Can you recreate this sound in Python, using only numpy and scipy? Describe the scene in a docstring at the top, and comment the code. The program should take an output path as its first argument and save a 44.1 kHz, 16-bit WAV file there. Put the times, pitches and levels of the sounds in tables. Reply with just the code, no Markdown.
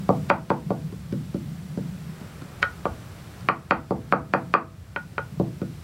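"""A wooden pestle pounds garlic in a clay mortar, about five blows a second, in a small hard-walled room.
The first blows reach the clay and crack; then garlic lengthens the contact and they soften to thuds.
Midway a faint distant wash swells and glancing blows ring the rim. After a pause comes a hard run,
then two light ringing taps and two last thuds. A low hum and rumble lie behind throughout,
and a limiter ducks the hiss after each hard blow."""
import sys
import numpy as np
from scipy import signal
from scipy.fft import rfft, irfft
from scipy.io import wavfile
from scipy.ndimage import uniform_filter1d, minimum_filter1d

SR = 44100
rng = np.random.default_rng(int(sys.argv[2]) if len(sys.argv) > 2 else 0)


def bounce(signal):
    """Save signal as a 16-bit WAV file at the path given by the first command-line argument."""
    frames = np.transpose(np.atleast_2d(signal))
    limited = np.clip(frames, -1, 1)
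    pcm = np.round(limited * 32767).astype(np.int16)
    wavfile.write(sys.argv[1], SR, pcm)


N = 257103

# Each row: start in seconds, force in dB, contact time in ms, rim ring in dB, relative grit in dB,
# pitch of the struck spot in Hz.
PESTLE_BLOWS = [ (0.0919, 23, 1.31, 3, -7, 1190), (0.3018, 22.5, 0.61, 27.5, 12.5, 1390),
                (.504, 22, 0.91, -13, 3, 1434), (0.7057, 19.5, 1.43, 11, -15, 1156),
                (0.926, 11, 3.1, -13, -22.5, 1410), (1.1262, 23, 2.94, 2, -10, 1350),
                (1.3455, 19.5, 2.6, -2, -17, 1420), (1.7749, 18.5, 2.46, -1, -37, 1555),
                (2.213, 9.5, 4.1, -21, -12, 1430), (2.42, 8.5, 3.15, -3, -5, 1380),
                (2.6287, 5.5, 0.42, 36, 8.5, 1340), (2.855, 14.5, 0.94, 18, -3.5, 1250),
                (3.41, 20, 9.1, -27, -40, 1230), (3.488, 21, 0.53, 33.5, -14, 1220),
                (3.7102, 24, 0.556, 28.5, 4, 1320), (3.9088, 23.5, 1.43, -11, -38, 1320),
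                (4.125, 25.5, 0.65, 24, 6, 1232), (4.338, 23, 0.64, 5, 5, 1340),
                (4.5401, 26, 0.53, 17, 6, 1306), (4.962, 12, 0.62, 31, -19, 1460),
                (5.181, 12, 0.66, 27.5, -17, 1440), (5.3989, 22.5, 1.8, -4, -21, 1160),
                (5.617, 19, 2.47, 10, -28, 1320)]
# The mortar, damped by the pestle. Each row: frequency in Hz, peak in dB, 60 dB decay time in seconds.
MORTAR_MODES = [(208, -1, 0.015), (359, 0.5, 0.031), (490, -0.5, 0.021), (775, -4, 0.0084),
                (1296, 1, 0.013), (1587, -1.5, 0.015), (1880, 0, 0.0074), (2290, -2, 0.011),
                (3116, -6, 0.037), (4570, 13.5, 0.011), (5230, -3.5, 0.0087)]
def pounding(centre_hz=1350, loading=0.99, detune=0.14, uneven_db=3.0, steady_hz=3000,
             lead_s=0.001247, full_db=23):
    """Forced vibration: each pulse drives the mortar's modes. Returns the sound and its feed to the room."""
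    direct, room_feed = np.zeros((2, N))
    scatter = rng.uniform(-1, 1, (len(PESTLE_BLOWS), len(MORTAR_MODES), 2))
    for (start, force_db, contact_ms, _, _, spot_hz), offsets in zip(PESTLE_BLOWS, scatter):
        stiffness = (spot_hz / centre_hz) ** loading  # a stiffer spot raises the modes below steady_hz
        modes = []
        for (hz, db, t60), (shift, share) in zip(MORTAR_MODES, offsets):
            tuning = (stiffness * (1 + detune * shift)) ** np.exp(-(hz / steady_hz) ** 2)
            modes.append((hz * tuning, db + uneven_db * share, t60))
        vibration = signal.fftconvolve(force_pulse(contact_ms), ring(modes))
        blow = amp(force_db) * disperse(vibration)
        add(direct, start - lead_s, blow)
        add(room_feed, start - lead_s, blow * amp(0.55 * min(force_db - full_db, 0)))  # taps sound drier
    return direct, room_feed


# The spectrum of the pestle's push. 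Each row: frequency in Hz, gain in dB.
PESTLE_SPECTRUM = [(50, -16), (130, 5), (210, 1.5), (540, 0.5), (1100, 7.5), (1750, 3), (2600, 12),
                   (4400, 9.5), (14000, 2.5)]
# The colour added by hard contact with the clay. Each row: frequency in Hz, gain in dB.
CLAY_SPECTRUM = [(100, -8), (300, 0), (750, 4.5), (1150, 6), (1750, -1), (2500, 2.5), (3600, 4), (4500, -8),
                 (7000, 2)]
def force_pulse(contact_ms, hard_ms=0.75, steepness=4.09, click_db=-56, size=4096):
    """Bandwidth is inverse to contact time: garlic lengthens the pulse and cuts its treble to a click."""
    hz = abs(np.fft.fftfreq(size, 1 / SR))
    cycles = hz * contact_ms / 1000
    cushion = 1 / np.sqrt(1 + cycles ** (2 * steepness))
    bare = 1 / (1 + (contact_ms / hard_ms) ** steepness)  # contacts shorter than hard_ms reach the clay
    colour = amp(at_hz(PESTLE_SPECTRUM, hz) + bare * at_hz(CLAY_SPECTRUM, hz))
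    log_gain = np.log(colour * (cushion + amp(click_db)))
    minimum_phase = np.exp(np.conj(signal.hilbert(log_gain)))  # makes the pulse causal
    return np.fft.ifft(minimum_phase).real[:size // 2]


def disperse(x, lag_at_1khz_s=0.001322):
    """Dispersion: bending waves in clay travel faster at high frequency, so treble leads bass."""
    size = 2 * len(x)
    khz = np.fft.rfftfreq(size, 1 / SR) / 1000
    turns = 2 * lag_at_1khz_s * 1000 * np.sqrt(khz)
    return irfft(rfft(x, size) * np.exp(-2j * np.pi * turns), size)[:len(x)]


# The free rim. Each row: frequency in Hz, peak in dB, 60 dB decay time in seconds.
RIM_MODES = [(1449.5, 3, 0.087), (1580, -23, 0.082), (1840, -12, .035), (2264, -14, 0.037),
             (3080, -15.5, 0.045), (4220, -23, 0.048)]
def rim(spot_db=-3, spot_t60=0.045):
    """Free vibration: where the pestle meets bare clay, the rim and the struck spot ring on."""
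    out = np.zeros(N)
    contact = np.hanning(15)
    for start, _, _, rim_db, _, spot_hz in PESTLE_BLOWS:
        response = ring(RIM_MODES + [(spot_hz, spot_db, spot_t60)])
        add(out, start, amp(rim_db) * np.convolve(response, contact / contact.sum()))
    return out


# The crackle of crushed cloves. Each row: frequency in Hz, relative level in dB.
CRUNCH_SPECTRUM = [(300, 7), (1000, 8), (2400, 3.5), (3600, 1), (4500, -2), (5500, -7.5), (9000, -16.5),
                   (15000, -27)]
def garlic(crush_db=-52, burst_db=-35, by_force=0.27, swell_s=0.0038, fade_s=0.0014):
    """Crushing noise: a wet crackle swells as the pestle sinks in; each blow adds its own burst of grit."""
    out = np.zeros(N)
    t = np.arange(SR // 12) / SR - 1 / 40
    envelope = np.exp(np.minimum(t / swell_s, -t / fade_s))
    for start, force_db, _, _, grit_db, _ in PESTLE_BLOWS:
        level = amp(crush_db + by_force * force_db) + amp(burst_db + grit_db)
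        add(out, start + t[0], level * envelope)
    return out * noise(CRUNCH_SPECTRUM, grain_db=9)


# Echoes from the floor and near walls. Each row: delay in seconds, signed gain.
REFLECTIONS = [(.00297, .1), (.00381, -.1), (.00782, .28), (.0093, .15), (.01016, .34), (.01197, .16),
               (.01306, -.24), (.01415, .14), (.01497, -.17), (.0246, .14)]
def early_reflections(x, cutoff_hz=1750):
    """Reflection and absorption: near surfaces return delayed copies; mats and clutter dull them."""
    response = np.zeros(SR // 2)
    for delay, gain in REFLECTIONS:
        add(response, delay, np.array([gain]))
    response = signal.sosfiltfilt(signal.butter(2, cutoff_hz, fs=SR, output="sos"), response)
    return signal.fftconvolve(x, response)[:N]


# The room's modes. Each row: frequency in Hz, relative peak in dB, 60 dB decay time in seconds.
STANDING_WAVES = [(120.8, 15, 0.75), (151.34, 18.5, 0.53), (186.5, 16, 0.21), (235.5, 13.5, 0.41),
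                  (284, 8, 0.33), (332, 11.5, 0.31), (401, 1, 0.095), (428, 4, 0.35), (494.3, 10, 0.32),
                  (567, 10, 0.19), (653, 9.5, 0.45), (729, -0.5, 0.093), (731, -4, 0.12), (830, -5, 0.47),
                  (1028, -2.5, 0.38), (1087, 1, 0.043), (1183, -31, 0.44), (1264, 5, 0.29)]
# The decay of the diffuse tail. Each row: frequency in Hz, 60 dB decay time in seconds.
REVERB_TIMES = [(150, 0.62), (500, 0.19), (1300, 0.22), (2500, 0.18), (5000, 0.16)]
# The colour of the diffuse tail. Each row: frequency in Hz, gain in dB.
TAIL_SPECTRUM = [(60, -15.5), (150, 0.5), (400, -5), (900, 3), (1400, -5), (2500, -7.5), (4500, -5.5),
                 (9000, -22)]
def reverberation(x, build_s=0.0015, standing_db=-3, spacing=20):
    """Reverberation: standing waves ring within a diffuse tail that dies faster in the treble."""
    count = SR // 2
    taps = np.zeros(count)
    slots = np.arange(0, count - spacing, spacing)  # one echo of random sign in each
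    taps[slots + rng.integers(0, spacing, len(slots))] = rng.choice([-1., 1.], len(slots))
    hz, t, bands = signal.stft(taps, SR, nperseg=256)
    t60 = at_hz(REVERB_TIMES, hz)[:, None]
    decay = np.exp(-np.log(1000) * t / t60)
    unit_energy = np.sqrt(2 * np.log(1000) * spacing / (t60 * SR))
    bands = bands * decay * unit_energy * amp(at_hz(TAIL_SPECTRUM, hz))[:, None]
    diffuse = signal.istft(bands, SR, nperseg=256)[1][:count]
    response = diffuse + amp(standing_db) * ring(STANDING_WAVES)
    response *= 1 - np.exp(-(np.arange(count) / SR / build_s) ** 2)
    return signal.fftconvolve(x, response)[:N]


# The colours of the rumble and the hum. Each row: frequency in Hz, relative level in dB.
RUMBLE_SPECTRUM = [(20, -50), (40, -38), (62, -5.5), (85, -2), (115, -4.5), (150, -19), (250, -42),
                   (600, -81)]
HUM_SPECTRUM = [(90, -75), (135, -2), (156, -5), (172, -4), (188, -5.5), (220, -17), (300, -28.5),
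                (600, -43), (1500, -59.5)]
# The levels about which they waver. Each row: time in seconds, level in dB.
RUMBLE_ENVELOPE = [(0, -42), (1.25, -41.5), (2.15, -47), (2.6, -42), (3.6, -41.5), (4.85, -40.5),
                   (5.3, -40.5), (5.83, -38.5)]
HUM_ENVELOPE = [(0, -33.5), (1.5, -35.5), (2.15, -37), (2.45, -43.5), (3.3, -45.5), (4.1, -36.5),
                (4.85, -40), (5.4, -34), (5.83, -46)]
def rumble_and_hum(rumble_sway_db=2, hum_sway_db=2.5, sway_hz=7):
    """Amplitude modulation: two low bands of noise waver independently in level."""
    rumble = amp(curve(RUMBLE_ENVELOPE) + rumble_sway_db * sway(sway_hz)) * noise(RUMBLE_SPECTRUM)
    hum = amp(curve(HUM_ENVELOPE) + hum_sway_db * sway(sway_hz)) * noise(HUM_SPECTRUM)
    return rumble + hum


# The colour of the distant wash. Each row: frequency in Hz, relative level in dB.
WASH_SPECTRUM = [(100, 9), (300, 10.5), (600, 6.5), (950, 1), (1300, 5.5), (1800, -1.5), (2600, -7),
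                 (4000, -24), (8000, -40)]
# Its swells. Each row: crest time in seconds, hold in seconds, level in dB.
WASH_SWELLS = [(0, .05, -53.5), (2.196, 2.1, -50)]
def wash(rise_db_per_s=30, fall_db_per_s=5.5):
    """Exponential growth and decay: distant noise rises quickly, holds and dies away slowly."""
    t = np.arange(N) / SR
    level = np.zeros(N)
    for crest, hold, db in WASH_SWELLS:
        before, after = np.maximum(crest - t, 0), np.maximum(t - crest - hold, 0)
        level += amp(db - rise_db_per_s * before - fall_db_per_s * after)
    return level * noise(WASH_SPECTRUM)


# The colour of the hiss. Each row: frequency in Hz, relative level in dB.
HISS_SPECTRUM = [(25, -5), (60, 6.5), (300, 15.5), (700, 9.5), (1500, 7), (3000, 3.5), (5000, 1), (6000, 0),
                 (6600, -4), (7300, -0.5), (10000, -4.5), (13000, -5.5), (14200, -9), (15000, -8.5),
                 (16000, -6)]
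def hiss(level_db=-49.5):
    """Self-noise: the microphone adds a steady broadband floor."""
    return amp(level_db) * noise(HISS_SPECTRUM)


def ring(modes):
    """Modal superposition: an impulse response is a sum of damped cosines, each with its resonant gain."""
    t = np.arange(SR // 2) / SR
    out = np.zeros(len(t))
    for hz, db, t60 in modes:
        damping = np.log(1000) / t60
        out += amp(db) * 2 * damping / SR * np.exp(-damping * t) * np.cos(2 * np.pi * hz * t)
    return out * np.cos(np.pi * t) ** .5  # fades out smoothly


def noise(spectrum, grain_db=0):
    """Spectral shaping: coloured noise of rms 1; grain_db makes it crackle."""
    white = rng.standard_normal(N) * amp(grain_db * np.minimum(rng.exponential(1, N), 4))
    x = irfft(rfft(white) * amp(at_hz(spectrum, np.fft.rfftfreq(N, 1 / SR))), N)
    return x / x.std()


def sway(top_hz, count=24):
    """Interference: slow sines of random phase sum to a drift of rms 1."""
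    t = np.arange(0, N / SR + .02, .01)
    rates = np.geomspace(top_hz / 10, top_hz, count)
    drift = sum(np.sin(2 * np.pi * (hz * t + rng.random())) for hz in rates)
    return curve(np.transpose([t, drift / drift.std()]))


def amp(db):
    """The decibel scale: 20 dB is a tenfold amplitude."""
    return 10 ** (np.asarray(db) / 20)


def at_hz(rows, hz):
    """Interpolation of a table on a log-frequency axis."""
    row_hz, value = np.transpose(rows)
    return np.interp(np.log(hz + 1), np.log(row_hz + 1), value)


def curve(rows):
    """Linear interpolation of a time table at every sample."""
    return np.interp(np.arange(N) / SR, *np.transpose(rows))


def add(mix, start_s, sound):
    """Superposition: a sound joins the mix at start_s."""
    part = mix[max(round(start_s * SR), 0):][:len(sound)]
    part += sound[:len(part)]


def scene(rim_tail_db=-3):
    """Superposition: the direct sound, the room's response and the background add in one channel."""
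    knocks, room_feed = pounding()
    crunch, clinks = garlic(), rim()
    direct = knocks + crunch + clinks
    room = early_reflections(direct) + reverberation(room_feed + crunch + amp(rim_tail_db) * clinks)
    return (direct + room + rumble_and_hum() + wash() + hiss())[None]


def record(dry, ceiling=0.71, release_s=1.0, cutoff_hz=15850):
    """Peak limiting: the gain drops just ahead of a peak and recovers slowly; a low-pass follows."""
    excess = 1 - ceiling / np.maximum(abs(dry[0]), ceiling)
    fade = np.exp(-np.arange(N) / SR / release_s)
    gain = 1 - np.maximum.accumulate(excess / fade) * fade
    gain = uniform_filter1d(minimum_filter1d(gain, size=129), size=129)  # smooth look-ahead
    lowpass = signal.firwin(1023, cutoff_hz, window=("kaiser", 9), fs=SR)
    return signal.oaconvolve(dry * gain, lowpass[None], "same")


dry = scene()
out = record(dry)
bounce(out)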